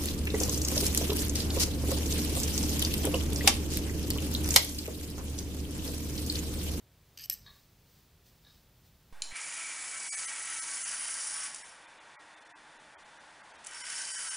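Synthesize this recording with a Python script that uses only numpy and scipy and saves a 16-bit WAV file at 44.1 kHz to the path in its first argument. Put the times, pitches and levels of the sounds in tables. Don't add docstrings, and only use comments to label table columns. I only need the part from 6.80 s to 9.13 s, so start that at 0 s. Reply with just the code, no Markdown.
import sys
import numpy as np
from scipy import signal
from scipy.fft import rfft, irfft
from scipy.io import wavfile
from scipy.ndimage import uniform_filter1d

SR = 44100
rng = np.random.default_rng(int(sys.argv[2]) if len(sys.argv) > 2 else 0)


def makeup_ratio(level_db):
    decades = np.asarray(level_db, float) / 20
    return 10 ** decades


def to_wav(s):
    ch = np.atleast_2d(s).T
    pcm = np.round(np.clip(ch, -1, 1) * 32767)
    wavfile.write(sys.argv[1], SR, pcm.astype(np.int16))


N = 102576
T = np.arange(N) / SR
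IMPACTS_PER_S, IMPACT_SCATTER_DB = 6000, 2.5


def unit(x):
    return x / np.sqrt(np.mean(x ** 2))


def colour(x, points):
    hz, db = np.array(points, float).T
    f = np.fft.rfftfreq(len(x), 1 / SR) + 1
    return irfft(rfft(x) * makeup_ratio(np.interp(np.log(f), np.log(hz), db)), len(x))


def thin(x, hz):
    return signal.sosfilt(signal.butter(3, hz, "high", fs=SR, output="sos"), x)


def pole(t60):
    return np.exp(-np.log(1000) / (max(t60, .0008) * SR))


def ring(x, hz, t60):
    build_up = .22
    turn = np.exp(2j * np.pi * np.cumsum(hz * np.ones(N)) / SR)
    decay, rise = pole(t60), pole(t60 * build_up)
    poles = np.convolve([1, -rise], [1, -decay])
    return (turn * signal.lfilter([1 - rise], poles, x / turn)).imag


def walk(rate):
    hold = int(SR / rate)
    steps = np.repeat(rng.standard_normal(N // hold + 1), hold)
    return unit(uniform_filter1d(uniform_filter1d(steps, hold), hold)[:N])


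def grit(rate, scatter_db):
    chance, sign, size = rng.random((3, N))
    return unit((chance < rate / SR) * np.sign(sign - .5) * makeup_ratio(-scatter_db * np.log(1 - size)))


def click(s):
    k = (T - s) * SR
    return np.sinc(k) * np.exp(-(k / 8) ** 2)


def tap_forces():
    # start_s, level_db, tilt_db_per_octave, tip_modes_db, body_modes_db
    taps = [(.3743, -33, -1, -10, 7), (.3768, -33, -3, -10, 7), (.3858, -37, 1, -10, 8),
            (.3885, -38, -1, -8, 8), (.3948, -35, 1, -4, 7), (.4075, -40, 1, 2, 7), (.4190, -40, 0, 4, 7),
            (.4310, -39, 0, 2, 7), (.4410, -42, 0, 3, 7), (.4475, -41, 1, 5, 4), (.4985, -13, -1, 9, -4),
            (.4994, -19, -1, 5, -3), (.5006, -17, -2, -4, -4), (.5075, -35, 0, 0, -3),
            (.5335, -31, 0, 2, -3), (.5385, -26, 3, 0, -3), (.5460, -38, 2, -3, -3),
            (1.0975, -58, 0, -6, 0), (1.1880, -61, 4, -3, -3)]
    return [(makeup_ratio(db) * click(s), *shape) for s, db, *shape in taps]


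def scrape_forces():
    # time_s, level_db, tilt_db_per_octave, tip_modes_db, body_modes_db
    scrapes = [
        [(.385, -74, -9.5, -13, 20), (.396, -67.5, -11.5, 3, 9.5), (.41, -67.5, 4.5, 2, 18.5),
         (.425, -61.5, 2.5, 3, 8.5), (.445, -56, 2.5, -13, 6.5), (.459, -61, 1, 9, 3), (.462, -76, -2, -8, 3),
         (.495, -86, -2, -8, 3)],
        [(.502, -55, -3, -5, -13), (.51, -47.5, -9.5, 15, -10), (.522, -46.5, -4.5, 10.5, -6),
         (.53, -53, 11.5, 3, -1), (.541, -63.5, -9, 1, 0.5), (.544, -65, 3.5, -4, 9), (.56, -67, -3, -1, 1),
         (.62, -80.5, -3, -12, -3)],
    ]
    stutter_db, stutter_per_s = 2.5, 500
    slips = grit(IMPACTS_PER_S, IMPACT_SCATTER_DB) * makeup_ratio(stutter_db * walk(stutter_per_s))
    forces = []
    for rows in np.array(scrapes, float):
        s, db, *shape = rows.T
        inside = (T > s[0]) & (T < s[-1])
        pressure = inside * slips * makeup_ratio(np.interp(T, s, db))
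        forces.append((pressure, *(np.interp(T, s, c) for c in shape)))
    return forces


def mode_force(forces, hz, group):
    octaves = np.log2(hz / 5000)
    return sum(x * makeup_ratio(tilt * octaves + tip * (group == "tip") + body * (group == "body"))
               for x, tilt, tip, body in forces)


def needle():
    mode_pitches = [1290, 1815, 2450, 2750, 3050, 3400, 4150, 4550, 4850, 5270, 6000, 6400, 7100, 7800,
                    8300, 8750, 11830, 12200, 12950, 14080, 14700]
    # level_db, t60_s, group (tip, body, top or none)
    mode_rings = [(-72, 0.0093, ""), (-36.5, 0.053, "body"), (-31.5, 0.0091, "body"),
                  (-25.5, 0.011, "body"), (-17.5, 0.01, "body"), (-23.5, 0.0088, ""), (-19.5, 0.0093, ""),
                  (-20.5, 0.013, "body"), (-13, 0.0099, "body"), (-11, 0.012, ""), (-12, 0.016, ""),
                  (-16.5, 0.0078, "body"), (-23.5, 0.0084, ""), (-18.5, 0.014, ""), (-11, 0.0048, ""),
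                  (-21, 0.0026, ""), (-8, 0.012, "tip"), (-19, 0.0099, "tip"), (-33, 0.01, ""),
                  (-9.5, 0.011, "top"), (-19, 0.0076, "")]
    # time_s, share_of_pitch
    top_glide = [(.40, .962), (.43, .968), (.455, 1)]
    # frequency_hz, gain_db
    rasp = [(1500, -36), (2600, -4), (6000, -6), (8500, -8), (10000, -25), (12800, -6), (15000, -8)]
    wander_db, wander_per_s = 2.5, 70
    pitch_wander = .008
    taps, scrapes = tap_forces(), scrape_forces()
    out = colour(sum(x for x, *_ in scrapes), rasp)
    for hz, (db, t60, group) in zip(mode_pitches, mode_rings):
        pitch = hz * (1 + pitch_wander * walk(wander_per_s))
        if group == "top":
            pitch = pitch * np.interp(T, *np.array(top_glide).T)
        scraping = mode_force(scrapes, hz, group) * makeup_ratio(wander_db * walk(wander_per_s))
        out = out + makeup_ratio(db) * ring(mode_force(taps, hz, group) + scraping, pitch, t60)
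    return thin(out, 900)


def yarn():
    # time_s, level_db
    handling = [(0, -79.5), (.55, -63.5), (.6, -72), (.75, -62.5), (.9, -71), (1.05, -71), (1.12, -64.5),
                (1.199, -65.5), (1.298, -73), (1.44, -76), (1.46, -62.5), (1.48, -61.5), (1.51, -67),
                (1.6, -70.5), (1.749, -65.5), (1.9, -73.5), (2.03, -72), (2.065, -64.5), (2.11, -72),
                (2.33, -73)]
    # frequency_hz, density_db_per_hz
    rustle_colour = [(1200, -8), (2500, -4.5), (4500, 2.5), (7000, -3), (10000, -8.5), (12500, -6),
                     (15000, 3)]
    fibres_per_s, scatter_db = 9000, 1.5
    s, db = np.array(handling).T
    return unit(colour(grit(fibres_per_s, scatter_db), rustle_colour)) * makeup_ratio(np.interp(T, s, db))


def brush():
    # time_s, level_db
    sliding = [(.56, -97), (.63, -69.5), (.675, -70), (.7, -74), (.83, -83), (.88, -97), (1.62, -90),
               (1.65, -76), (1.71, -69.5), (1.76, -74), (1.8, -79), (1.84, -93)]
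    s, db = np.array(sliding).T
    pitch = 5000 * (1 + .017 * walk(15.4))
    hiss = unit(ring(rng.standard_normal(N), pitch, .003))
    return hiss * makeup_ratio(np.interp(T, s, db)) * (T > s[0]) * (T < s[-1])


def rattle(s):
    return (T > s) * np.exp(-np.abs(T - s) / .009)


def clock():
    # drop_start_s, drop_level_db, lift_against_drop_db
    ticks = [(0.663, -67.5, -18), (1.668, -76.5, -3.5)]
    # pitch_hz, level_db, t60_s
    case = [(1193, -17, 0.025), (1700, -5, 0.0077), (3800, 4.5, 0.016), (4180, 0, 0.012),
            (5200, -12, 0.008), (5750, -17, 0.0066)]
    lead_s = .021
    moves = sum(makeup_ratio(db) * (rattle(s) + makeup_ratio(lift_db) * rattle(s - lead_s)) for s, db, lift_db in ticks)
    force = grit(IMPACTS_PER_S, IMPACT_SCATTER_DB) * moves
    return thin(sum(makeup_ratio(db) * ring(force, hz, t60) for hz, db, t60 in case), 540)


def room(x, t60):
    # frequency_hz, gain_db
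    tail_colour = [(500, 9.5), (5000, -2), (9000, 0), (12000, -14), (15000, 6)]
    gap_s = .0049
    t = T[:SR // 2]
    tail = colour(rng.standard_normal(len(t)), tail_colour) * makeup_ratio(-60 * t / t60)
    tail = tail * np.clip(t / gap_s - 1, 0, 1)
    return signal.fftconvolve(x, tail / np.sqrt(np.sum(tail ** 2)))[:N]


def reverb(near, far):
    return makeup_ratio(-14) * room(near, .4) + makeup_ratio(5.5) * room(far, .38)


def air():
    # frequency_hz, density_db_per_hz
    air_colour = [(12, -31), (20, -10.5), (44, 1.5), (101, 1), (158, -2.5), (260, -12.5), (316, -14),
                  (494, -14.5), (537, -16.5), (1350, -21.5), (1510, -22), (3680, -23.5), (9500, -31.5),
                  (15700, -26)]
    # frequency_hz, side_against_mid_db
    side_levels = [(40, -33.5), (125, -50), (250, -23), (500, -19.5), (1000, -14), (3000, -14),
                   (8000, -1.5), (15000, -2.5)]
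    # time_s, width_s, peak_db
    louder_lows = (.62, .08, 6)
    centre_s, width_s, peak_db = louder_lows
    mid, side = (colour(rng.standard_normal(N), air_colour) for _ in range(2))
    gain = makeup_ratio(-63) / np.std(mid)
    low = signal.sosfiltfilt(signal.butter(2, 200, fs=SR, output="sos"), mid)
    low_gain = makeup_ratio(peak_db * np.exp(-((T - centre_s) / width_s) ** 2))
    return gain * (mid - low + low * low_gain), gain * colour(side, side_levels)


def scene():
    near, far = needle() + yarn() + brush(), clock()
    mid, side = air()
    mid = mid + near + far + reverb(near, far)
    side = side + makeup_ratio(-30) * reverb(near, far)
    return np.array([mid + side, mid - side])


def roll_off(x):
    return signal.sosfilt(signal.butter(12, 16460, fs=SR, output="sos"), x)


def record(dry):
    top_cut = signal.ellip(10, .3, 40, 15680, fs=SR, output="sos")
    mix = signal.sosfilt(top_cut, dry)
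    return roll_off(mix)


dry = scene()
out = record(dry)
to_wav(out)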